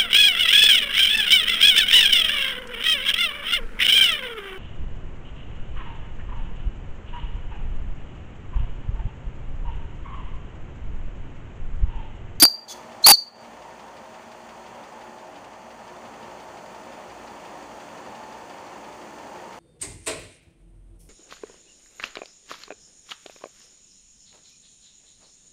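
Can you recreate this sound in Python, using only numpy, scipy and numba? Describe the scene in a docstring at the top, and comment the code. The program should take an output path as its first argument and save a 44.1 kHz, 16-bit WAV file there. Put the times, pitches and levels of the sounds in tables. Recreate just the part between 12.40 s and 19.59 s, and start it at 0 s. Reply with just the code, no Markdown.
"""Model steam engine and pet bird.

A model steam engine ticks over on a kitchen worktop, two exhaust puffs a turn, its boiler hissing.
A fan drones in the room. A small bird close by whistles two piercing chirps with a faint hoarse one
between them, and the room rings on. The camera drifts towards the boiler. It turns its gain down for
the chirps, yet its 24 kHz converter overflows into a harsh buzz at their peaks."""
import sys
import numpy as np
from scipy import signal
from scipy.fft import rfft, irfft
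from scipy.io import wavfile
from numba import njit

SR = 44100
rng = np.random.default_rng(int(sys.argv[2]) if len(sys.argv) > 2 else 0)


def pcm_store(signal):
    """Save signal as 16-bit PCM."""
    levels = np.round(np.clip(np.atleast_2d(signal), -1, 1) * 32767)
    wavfile.write(sys.argv[1], SR, levels.astype(np.int16).T)


N = 317079
TIME = np.arange(N) / SR
FREQ = np.fft.rfftfreq(N, 1 / SR)


def undb(db):
    """Decibels to gain."""
    return 10 ** (np.asarray(db) / 20)


def unit_rms(x):
    """Scale to rms 1."""
    return x / np.sqrt(np.mean(x ** 2))


def curves(table):
    """One per-sample curve for each value column of a table of timed rows."""
    times_s, *columns = np.transpose(sorted(map(tuple, table)))
    return [np.interp(TIME, times_s, column) for column in columns]


def spectrum(points):
    """Gain over frequency through (Hz, dB) points, silent above the last."""
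    hz, db = np.transpose(points)
    return undb(np.interp(np.log(FREQ + 1), np.log(hz), db, right=-200))


def resonances(modes):
    """Gain over frequency of (Hz, width in Hz, dB) peaks."""
    return sum(undb(db) / (1 + ((FREQ - hz) / (0.63 * width)) ** 2) for hz, width, db in modes)


def noise(gain):
    """Noise with the given amplitude per root Hz."""
    return irfft(rfft(rng.standard_normal(N)) * gain, N) * np.sqrt(SR / 2)


def wander(rate_hz):
    """Smooth random motion, rms 1."""
    return unit_rms(noise(np.exp(-(FREQ / rate_hz) ** 2)))


def swell(middle_s, length_s):
    """Flat-topped rise from 0 to 1 and back."""
    return np.exp(-(2 * (TIME - middle_s) / length_s) ** 4)


# Rush of the fan's air. Each row: frequency in Hz, relative density in dB.
AIR_SPECTRUM = [(30, -78.5), (80, -77.5), (100, -74.5), (150, -79.5), (225, -72), (265, -80), (410, -78),
                (600, -77), (900, -75), (1080, -78.5), (1600, -86.5), (2750, -90), (3500, -95),
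                (4300, -112)]
# Fan duct. Each row: centre in Hz, width in Hz, relative density in dB.
DUCT_MODES = [(540.77, 30, -74.5), (729.3, 50, -76), (1793, 110, -85)]
# Hollow between boiler and base plate. Each row: centre in Hz, width in Hz, relative density in dB.
HOLLOW_MODES = [(318, 53, -75.5), (458, 121, -81.5)]
# Each row: multiple of the fan speed, relative level in dB away from the boiler, the same near it.
FAN_TONES = [(1, -52.5, -54), (3, -60, -61.5), (4, -52, -59.5), (5, -59, -53.5), (9, -68.5, -55),
             (11, -49.5, -56.5), (13, -57, -63), (14, -57, -53), (15, -52.5, -53), (16, -53.5, -53.5),
             (17, -71.5, -67), (18, -64.5, -67.5), (31, -70, -66.5)]
# Each row: frequency in Hz, relative level in dB.
MOTOR_HUM = [(120, -61.5), (360, -55.5), (600, -55.5)]


def fan(nearness, speed_hz=57.95, drift=.0015, throb=.07, flutter_db=0.47, waver_db=3.5, tone_db=-3.0):
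    """Air throbs once a revolution; tones waver at random, as when moving through standing waves."""
    angle = 2 * np.pi * np.cumsum(speed_hz * (1 + drift * wander(3))) / SR
    air = noise(spectrum(AIR_SPECTRUM)) + noise(resonances(DUCT_MODES))
    air += nearness * noise(resonances(HOLLOW_MODES))
    air *= (1 + throb * np.cos(angle)) * undb(flutter_db * wander(8.2))
    tones = [(round(order) * angle, far + nearness * (near - far)) for order, far, near in FAN_TONES]
    tones += [(2 * np.pi * hz * TIME, db) for hz, db in MOTOR_HUM]
    drone = np.zeros(N)
    for phase, db in tones:
        drone += undb(tone_db + db + waver_db * wander(5)) * np.sin(phase + rng.uniform(0, 2 * np.pi))
    return air + drone


# Each row: frequency in Hz, relative density in dB.
LEAK_SPECTRUM = [(2000, -112), (3950, -103), (4200, -94.5), (4600, -94), (5350, -100), (5900, -95),
                 (6600, -94), (7400, -97.5), (8200, -102), (9000, -101), (9900, -104), (10400, -111),
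                 (11300, -115), (12000, -126)]


def boiler(nearness, near_db=1.07, flicker_db=0.07):
    """A thin, even steam leak, slightly louder close by."""
    return noise(spectrum(LEAK_SPECTRUM)) * undb(near_db * (nearness - 1.5) - flicker_db * wander(12))


def puffs(starts_s, levels_db, decay_s, opening_s=.002):
    """Steam flow: the valve opens quickly, then the cylinder empties."""
    flow, age = np.zeros(N + SR), TIME[:SR // 8]
    shape = (1 - np.exp(-(age / opening_s) ** 2)) * np.exp(-age / decay_s)
    for start_s, db in zip(starts_s, levels_db):
        start = max(int(start_s * SR), 0)
        flow[start:start + len(age)] += undb(db) * shape
    return flow[:N]


# Each row: time in seconds, speed in turns per second.
FLYWHEEL_SPEED = [(0, 5.696), (2.2, 5.763), (4.1, 5.76), (4.7, 5.665), (7.2, 5.868)]
# Each row: time in seconds, relative puff level in dB.
PUFF_LEVELS = [(0, -55.5), (1.9, -53.5), (3.1, -55.5), (4.7, -53.5), (5.3, -52), (6.1, -54), (7.2, -54)]
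# Exhaust pipe. Each row: centre in Hz, width in Hz, relative level in dB.
EXHAUST_MODES = [(1320, 400, -10.5), (2370, 2000, 7.5), (3100, 721, -19.5), (4730, 550, -0.5),
                 (5652, 290, -6), (6900, 537.5, -11.5), (8400, 900, -12)]


def engine(first_puff_s=.168):
    """The two cylinder ends blow through the pipe half a turn apart; the return stroke is less even."""
    turns = np.cumsum(curves(FLYWHEEL_SPEED)[0]) / SR
    turns -= np.interp(first_puff_s, TIME, turns)
    whole_turns = np.arange(int(turns[-1]) + 1)
    steam_db, = curves(PUFF_LEVELS)

    def stroke(at_turns, gain_db, scatter_db, decay_s):
        """One puff each time the crank passes the same angle."""
        starts_s = np.interp(at_turns, turns, TIME)
        levels_db = np.interp(starts_s, TIME, steam_db) + gain_db
        return puffs(starts_s, levels_db + scatter_db * rng.standard_normal(len(starts_s)), decay_s)

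    out_flow = stroke(whole_turns, gain_db=6.6, scatter_db=0.7, decay_s=0.018)
    return_flow = stroke(whole_turns + .5, gain_db=6.0, scatter_db=2.0, decay_s=0.0067)
    return (out_flow + return_flow) * unit_rms(noise(resonances(EXHAUST_MODES)))


def arch(start_s, length_s, top_hz, jitter, sag_hz=640, flat_share=.33, attack_s=.007, release_s=.016):
    """Phase and envelope of one bird note: the pitch rises, levels off and falls."""
    age = TIME - start_s
    flank = np.clip((np.abs(2 * age / length_s - 1) - flat_share) / (1 - flat_share), 0, 1)
    hz = (top_hz - sag_hz * flank ** 2) * (1 + jitter * wander(300))
    envelope = np.clip(age / attack_s, 0, 1) * np.clip((length_s - age) / release_s, 0, 1)
    return 2 * np.pi * np.cumsum(hz) / SR, envelope


# Each row: centre in Hz, width in Hz, relative level in dB.
THROAT_MODES = [(4540, 1800, -6.5), (6380, 780, -1.5), (9497, 6000, -15)]


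def throat_rasp():
    """Noise shaped by the bird's throat, rms 1."""
    return unit_rms(noise(resonances(THROAT_MODES)))


def hoarse_chirp(start_s=.278, length_s=.065, top_hz=4800, low_hz=3430, jitter=.015, broken_share=.7,
                 whistle_db=-30, break_db=-26, low_db=-39, rasp_db=-40, rasp_rise_db=7):
    """A weakly blown whistle that breaks midway into rasp and a shaky lower note."""
    broken = swell(start_s + length_s / 2, broken_share * length_s)
    phase, envelope = arch(start_s, length_s, top_hz, jitter)
    low_phase, _ = arch(start_s, length_s, low_hz, jitter)
    whistle = undb(whistle_db + break_db * broken) * np.sin(phase)
    low_note = undb(low_db) * broken * np.sin(low_phase)
    rasp = undb(rasp_db + rasp_rise_db * broken) * throat_rasp()
    return envelope * (np.sqrt(2) * (whistle + low_note) + rasp)


# Each row: start in seconds, length in seconds, top pitch in Hz, then in seconds: time of the hardest
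# push, length of the push, time at which the cracked start ends.
LOUD_CHIRPS = [(-.012, .082, 4734, .036, .029, .016), (.639, .119, 4632, .695, .064, 0)]


def loud_chirp(start_s, length_s, top_hz, push_s, push_length_s, cracked_until_s,
               whistle_db=-2.3, push_db=8.2, fade_db_per_s=50, shimmer_db=0.55, octave_db=-33,
               crack_db=-11.5, cracked_whistle_db=-13, cracked_rasp_db=9, mend_s=0.0049,
               rasp_db=-22.5, lead_db=-19, lead_s=.026):
    """An arched whistle, pushed hard midway, led in by rasp; a crack adds a tone at 2.5 times the pitch."""
    phase, envelope = arch(start_s, length_s, top_hz, jitter=.002)
    cracked = (1 - np.tanh((TIME - cracked_until_s) / mend_s)) / 2
    level_db = whistle_db + push_db * swell(push_s, push_length_s) + cracked_whistle_db * cracked
    level_db -= fade_db_per_s * np.clip(TIME - push_s, -length_s, length_s)  # the bird runs out of air
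    level_db += shimmer_db * wander(250)
    whistle = undb(level_db) * (np.sin(phase) + undb(octave_db) * np.sin(2 * phase))
    crack = undb(crack_db) * cracked * np.sin(2.5 * phase + wander(250))
    rasp = undb(rasp_db + cracked_rasp_db * cracked) * throat_rasp()
    lead_in = undb(lead_db) * swell(start_s, lead_s) * rasp
    return envelope * (np.sqrt(2) * (whistle + crack) + rasp) + lead_in


def room(x, t60_s=0.32, echo_db=-13, first_echo_s=0.0077):
    """Direct sound, then dense echoes from hard kitchen walls."""
    age = TIME[:SR]
    tail = rng.standard_normal(SR) * np.exp(-np.log(1000) * age / t60_s) * (age > first_echo_s)
    return x + undb(echo_db) * signal.fftconvolve(x, tail / np.linalg.norm(tail))[:N]


# Each row: time in seconds, gain of fan and boiler in dB, nearness to the boiler from 0 to 1.
BOILER_APPROACH = [(0, 4, 0.06), (1.1, 0.97, .05), (2.3, 2.13, 0), (3.2, .5, 0.19), (3.6, 2.5, .35),
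                   (5.4, 4, .76), (6.2, 3.5, 0.97), (7.2, 4, 1)]


def scene():
    """Fan, boiler and engine run on while the bird calls."""
    gain_db, nearness = curves(BOILER_APPROACH)
    background = undb(gain_db) * (fan(nearness) + boiler(nearness))
    bird = room(sum(loud_chirp(*row) for row in LOUD_CHIRPS) + hoarse_chirp())
    return (background + engine() + bird)[None]


@njit
def follow(magnitude, attack_s, release_s):
    """Envelope follower with separate rise and fall times."""
    envelope, level = np.empty(len(magnitude)), magnitude[0]
    for i in range(len(magnitude)):
        level += (magnitude[i] - level) / (SR * (attack_s if magnitude[i] > level else release_s))
        envelope[i] = level
    return envelope


FULL_SCALE = .68


def gain_control(x, threshold_db=-26, range_db=9, ceiling=1.13 * FULL_SCALE):
    """Turns loud sound down over a limited range; a fast limiter leaves peaks just over full scale."""
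    magnitude = np.abs(signal.hilbert(x))
    level = follow(magnitude, attack_s=0.00028, release_s=0.065)
    gain = np.clip(undb(threshold_db) / level, undb(-range_db), 1)
    peak = follow(magnitude * gain, attack_s=.0003, release_s=.005)
    return x * gain * ceiling / np.maximum(peak, ceiling)


def converter(x, rate_hz=24000):
    """Samples beyond full scale wrap to the other sign; playing each one twice mirrors the treble."""
    sampled = signal.resample_poly(x, rate_hz, SR, window=("kaiser", 2))
    wrapped = (sampled + FULL_SCALE) % (2 * FULL_SCALE) - FULL_SCALE
    return signal.resample_poly(np.repeat(wrapped, 2), SR, 2 * rate_hz)[:N]


LOW_CUT_HZ, TOP_CUT_HZ = 280, 15400


def record(dry):
    """Gain control, overflowing converter, gentle low cut, steep top cut."""
    sound = converter(gain_control(dry[0]))
    sound = signal.sosfilt(signal.butter(1, LOW_CUT_HZ, "high", fs=SR, output="sos"), sound)
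    top_cut = signal.firwin(401, TOP_CUT_HZ, window=("kaiser", 9), fs=SR)
    return signal.fftconvolve(sound, top_cut, "same")[None]


dry = scene()
out = record(dry)
pcm_store(out)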